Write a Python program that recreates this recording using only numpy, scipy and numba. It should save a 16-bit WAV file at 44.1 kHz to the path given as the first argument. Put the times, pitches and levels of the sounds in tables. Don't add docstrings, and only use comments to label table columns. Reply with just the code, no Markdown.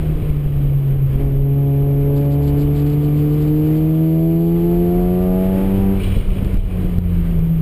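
import sys
import numpy as np
from scipy import signal
from scipy.fft import rfft, irfft, next_fast_len
from scipy.io import wavfile
from scipy.ndimage import uniform_filter1d
from numba import njit

SR = 44100
rng = np.random.default_rng(int(sys.argv[2]) if len(sys.argv) > 2 else 0)


def voltage_ratio(decibels):
    exponent = np.asarray(decibels, float) / 20
    return 10 ** exponent


def master_out(mix):
    frames = np.transpose(np.atleast_2d(mix))
    ceiling = np.clip(frames, -1, 1)
    pcm = np.round(ceiling * 32767).astype(np.int16)
    wavfile.write(sys.argv[1], SR, pcm)


N = 335601

# (time [s], firing rate [Hz])
FIRING_HZ = [(0, 156.0), (0.6, 141.6), (0.8, 138.0), (1, 137.9), (1.15, 132.9), (1.22, 140.5),
             (1.32, 136.5), (1.45, 138.6), (2.2, 141.4), (3, 146.6), (3.4, 150.0), (4, 158.9), (4.9, 175.7),
             (5.65, 191.5), (5.92, 194.8), (6.05, 191.5), (6.5, 189.5), (7.1, 173.3), (7.61, 160)]


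def curves(table):
    s, *columns = np.transpose(table)
    return [np.interp(np.arange(N) / SR, s, column) for column in columns]


def colour_db(table, hz):
    points_hz, db = np.transpose(table)
    return np.interp(np.log(hz), np.log(points_hz), db)


def walk(rate_hz):
    hold = int(SR / rate_hz)
    steps = np.repeat(rng.standard_normal(N // hold + 1), hold)
    slewed = uniform_filter1d(uniform_filter1d(steps, hold), hold)
    return 1.3 * slewed[:N]


def noise(table):
    size = next_fast_len(N)
    hz = np.arange(1, size // 2 + 2) * SR / size
    inside = (hz > table[0][0]) & (hz < table[-1][0])
    spectrum = rfft(rng.standard_normal(size)) * voltage_ratio(colour_db(table, hz)) * inside
    x = irfft(spectrum, size)[:N]
    return x / x.std()


@njit
def follow(x, attack, release):
    env, e = np.empty(len(x)), .2
    for i in range(len(x)):
        e += (abs(x[i]) - e) * (attack if abs(x[i]) > e else release)
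        env[i] = e
    return env


def ride(turn, throttle):
    # (time [s], level [dB])
    sway = [(0, -20.5), (.65, -21), (.8, -27.5), (1.06, -18.5), (1.45, -23.5), (2.56, -24), (3.8, -27),
            (4.15, -33), (4.7, -24), (5.36, -21), (6.08, -17), (6.36, -20.5), (6.55, -15.5), (6.65, -20),
            (7.61, -20.5)]
    # (time [s], tyre roar [dB], wind [dB])
    road_wind = [(0, -32, -49.5), (.27, -27, -45), (.52, -30.5, -48.5), (.65, -27.5, -47),
                 (1.0, -32, -49.5), (1.21, -24.5, -43.5), (1.4, -29, -48.5), (1.76, -31.5, -48.5),
                 (2.03, -27, -46.5), (2.8, -28, -45.5), (3.01, -25.5, -46), (3.2, -28.5, -45.5),
                 (3.69, -28.5, -45), (4.24, -34, -49), (4.98, -26.5, -44), (5.17, -30, -44),
                 (5.7, -24, -40.5), (6.04, -26, -41), (6.55, -28, -44), (6.59, -37, -55),
                 (6.85, -28, -44.5), (7.0, -32, -50.5), (7.25, -28.5, -44), (7.61, -30.5, -49.5)]
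    # (frequency [Hz], relative density [dB/Hz])
    rumble_colour = [(14, -23.5), (24, -1.5), (31, -2), (36, 1.5), (42, -4), (60, -9.5), (90, -13.5),
                     (130, -19), (200, -29.5)]
    roar_colour = [(60, 1.5), (120, 1), (230, -5), (300, -3.5), (420, -6), (600, -15), (760, -19),
                   (850, -28.5), (1300, -31.5)]
    wind_colour = [(700, -5.5), (1000, 1.5), (1700, -3.5), (2400, -3), (3200, -7.5), (4000, -16.5),
                   (5000, -18), (5900, -23)]
    rumble_db, = curves(sway)
    roar_db, wind_db = curves(road_wind)
    patchy = walk(8)
    rumble = voltage_ratio(rumble_db + 1.3 * walk(7)) * noise(rumble_colour)
    roar = voltage_ratio(roar_db + 1.0 * patchy + 0.67 * walk(20)) * noise(roar_colour)
    pulse = 1 + 0.13 * throttle * np.cos(2 * turn)
    hiss = voltage_ratio(wind_db + 0.61 * patchy + 0.77 * walk(25)) * pulse * noise(wind_colour)
    return rumble + roar + hiss


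def buzz():
    # (peak time [s], level [dB], half length to 1/e [s])
    bursts = [(2.176, -50, .02), (2.218, -56.5, .015), (2.253, -57, .013), (2.323, -49, .022),
              (2.44, -50, .022), (2.486, -46.5, .018), (2.613, -48, 0.036), (2.775, -49.5, .034),
              (2.82, -52.5, .014), (2.87, -52, .014), (2.902, -53, .012), (2.933, -53.5, 0.015),
              (3.048, -55, .022), (3.183, -56, .022), (3.337, -53, .014), (3.426, -54.5, .015),
              (3.477, -57.5, .008), (3.674, -61.5, .024), (3.773, -55, .014)]
    # (peak time [s], level [dB], half length to 1/e [s])
    faint = [(3.5, -58.5, .56), (4.902, -59, .85)]
    t = np.arange(N) / SR
    env = sum(voltage_ratio(db) * np.exp(-((t - s) / half_s) ** 2) for s, db, half_s in bursts + faint)
    grain = voltage_ratio(1.5 * walk(300))
    return env * grain * noise([(2500, -5.5), (3800, -5.0), (4600, -2.5), (5900, -17)])


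def bumps():
    # (time [s], push peak [dB], push sign, push length [s], tick level [dB])
    hits = [(0.158, -7.5, 1, .008, -52.5), (0.228, -8, -1, 0.0065, -62), (0.309, -6.5, -1, 0.013, -63),
            (.37, -10, 1, 0.0076, -58), (0.465, -8, -1, .01, -61), (0.572, -15, 1, 0.0095, -57),
            (1.16, -3.5, -1, .0051, -49), (6.169, -0.5, -1, .004, -49), (6.177, -6, 1, 0.002, -49),
            (6.204, -7, -1, 0.0071, -40.5), (6.322, -3.5, -1, 0.0072, -53.5), (6.428, -5.5, 1, 0.0037, -53),
            (6.449, -5, -1, 0.0045, -40.5), (6.544, -7.5, 1, 0.0037, -43), (6.573, -5.5, 1, 0.013, -43),
            (6.85, -7, -1, 0.004, -48), (6.985, 0, 1, 0.0047, -35), (7.393, -8.5, 1, 0.0066, -43)]
    t, out = np.arange(N) / SR, 0
    knock_db = -25
    knock = noise([(150, 2), (380, -1.5), (620, -11.5), (900, -20)])
    tick = noise([(1000, -4.0), (4500, -10.5), (5900, -19)])
    for s, db, direction, length_s, tick_db in hits:
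        u = (t - s) / length_s
        out = out + direction * voltage_ratio(db) * np.exp(-(u / 0.51) ** 2) * np.cos(2 * np.pi * 0.42 * u)
        out = out + voltage_ratio(db + knock_db) * np.exp(-((t - s) / 0.0083) ** 2) * knock
        out = out + voltage_ratio(tick_db) * np.exp(-((t - s) / 0.0025) ** 2) * tick
    return out


def turbo():
    # (frequency [Hz], relative density [dB/Hz])
    vent_colour = [(1700, -20), (2050, -5), (2170, -5.5), (2330, 4), (2450, 1), (2600, -2.5), (2800, -6.5),
                   (3050, -3.5), (3200, -12.5), (3350, -6.5), (3550, -20.5), (3900, -12), (4300, -22),
                   (5600, -28.5)]
    # (time [s], frequency [Hz], peak level [dB])
    whistle_track = [(3.0, 4520, -73), (3.9, 4530, -72), (4.05, 4510, -63), (4.65, 4540, -63),
                     (5.4, 4600, -77)]
    lift_s, rise_s, hold_s = 5.925, .09, 0.21
    vent_db, fade_db_per_s = -43, 43
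    t = np.arange(N) / SR
    firing_hz, = curves(FIRING_HZ)
    intake = voltage_ratio(-58 + 0.0708 * (firing_hz - 148.5) + 1.5 * walk(1.8))
    since_s = t - lift_s
    valve_db = vent_db - fade_db_per_s * np.maximum(since_s - hold_s, 0)
    valve = np.clip(since_s / rise_s, 0, 1) * voltage_ratio(valve_db)
    strands = sum(voltage_ratio(1.2 * walk(30)) * noise(part) for part in (vent_colour[:7], vent_colour[6:]))
    vent = np.hypot(intake, valve) * voltage_ratio(1.6 * walk(250)) * strands
    hz, db = curves(whistle_track)
    spinning = (t > whistle_track[0][0]) & (t < whistle_track[-1][0])
    phase = 2 * np.pi * np.cumsum(hz * (1 + .002 * walk(60))) / SR
    return vent + spinning * voltage_ratio(db + 1.5 * walk(40)) * np.sin(phase)


def engine():
    # (time [s], rms level [dB])
    boom = [(0, -20), (.45, -20.5), (.72, -14.5), (1.1, -16), (1.17, -19.5), (1.4, -13.5), (3.0, -15.5),
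            (3.15, -14.5), (3.56, -15.5), (4.0, -13.5), (5.7, -16.5), (5.91, -13), (6.0, -22.5),
            (6.2, -28.5), (6.45, -23.5), (6.61, -32), (6.82, -24.5), (7.52, -15.5), (7.61, -16.5)]
    # (time [s], rms level [dB])
    shake = [(0, -31), (.5, -24), (.7, -34), (2.1, -32), (2.4, -27), (3.5, -32), (4.5, -33.5), (5.7, -24),
             (6.5, -23.5), (6.72, -30), (6.82, -19.5), (7.61, -33.5)]
    # (time [s], throttle [0-1])
    throttle_track = [(0, .09), (1.12, 0.15), (1.2, 0.59), (1.5, 0.52), (2.0, 0.83), (2.6, 0.97),
                      (3.1, 0.69), (3.6, 0.84), (4.0, 0.51), (4.4, 0.58), (5.2, 0.84), (5.5, 0.44),
                      (5.75, 0.83), (5.93, 1), (6.02, .08), (7.61, 0)]
    # (firing rate [Hz], odd-order gain [dB])
    mismatch = [(132, -6), (138.5, -10), (140.5, -12.5), (147, -9.5), (153, -5), (159, 2), (166, 4),
                (175, 4.5), (181, 2), (188, 9), (194, 0)]
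    # (multiple of shaft turn, rms level [dB])
    overtones = [(3, -28), (4, -21), (5, -34), (6, -30), (7, -41.5), (8, -37.5), (9, -47), (10, -48.5),
                 (11, -55.5), (12, -52.5), (13, -52.5), (14, -56.5), (15, -58), (16, -57.5)]
    # (frequency [Hz], gain [dB])
    cabin = [(200, -6), (250, -9), (275, -5), (290, 1), (315, 8), (345, 7.5), (368, 0), (390, -3.5),
             (415, 5.5), (455, 2.5), (480, 3.5), (515, -7.5), (542, -1), (556, 0), (568, 6.5), (582, -13),
             (598, -13), (612, -5), (630, 5.5), (655, 11.5), (677, -1), (697, 10), (722, 6), (750, 2.5),
             (780, -2.5), (810, -4.5), (835, 7), (860, 6), (885, -4), (990, 5), (1050, -8), (1120, -7.5),
             (1180, 7), (1240, -4), (1300, -10.5), (1550, 2)]
    hz, = curves(FIRING_HZ)
    boom_db, = curves(boom)
    shake_db, = curves(shake)
    throttle, = curves(throttle_track)
    mismatch_db = colour_db(mismatch, hz)
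    rough = 1 + 3.06 * (1 - throttle) ** 4
    turn = np.pi * np.cumsum(hz * (1 + 0.002015 * rough * walk(30))) / SR
    tone = voltage_ratio(boom_db + 0.51 * rough * walk(40)) * np.cos(2 * turn)
    tone += voltage_ratio(shake_db + 3.0 * walk(12)) * np.cos(turn)
    for order, db in overtones:
        cabin_db = colour_db(cabin, order * hz / 2)
        db = db + order % 2 * mismatch_db + cabin_db + 1.21 * walk(14)
        lag = rng.uniform(0, 2 * np.pi) * (order > 4)
        tone += throttle * voltage_ratio(db) * np.cos(order * turn - lag)
    return np.sqrt(2) * tone, turn, throttle


def scene():
    tone, turn, throttle = engine()
    return (tone + ride(turn, throttle) + buzz() + turbo() + bumps())[None]


def top_cut(x):
    return signal.sosfilt(signal.butter(12, 15680, fs=SR, output="sos"), x)


def record(dry):
    hold_hz, top_hz = 12000, 15300
    env = follow(dry[0], 1 / (.006 * SR), 1 / (.1 * SR))
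    levelled = dry[0] * (0.26 / env) ** 0.43
    limited = np.tanh(1.118 * levelled) / 1.091
    coarse = signal.resample_poly(limited, hold_hz, SR)
    held = signal.resample_poly(np.repeat(coarse, 4), SR, 4 * hold_hz)[None, :N]
    low_pass = signal.ellip(8, .2, 60, top_hz, fs=SR, output="sos")
    return top_cut(signal.sosfilt(low_pass, held))


dry = scene()
out = record(dry)
master_out(out)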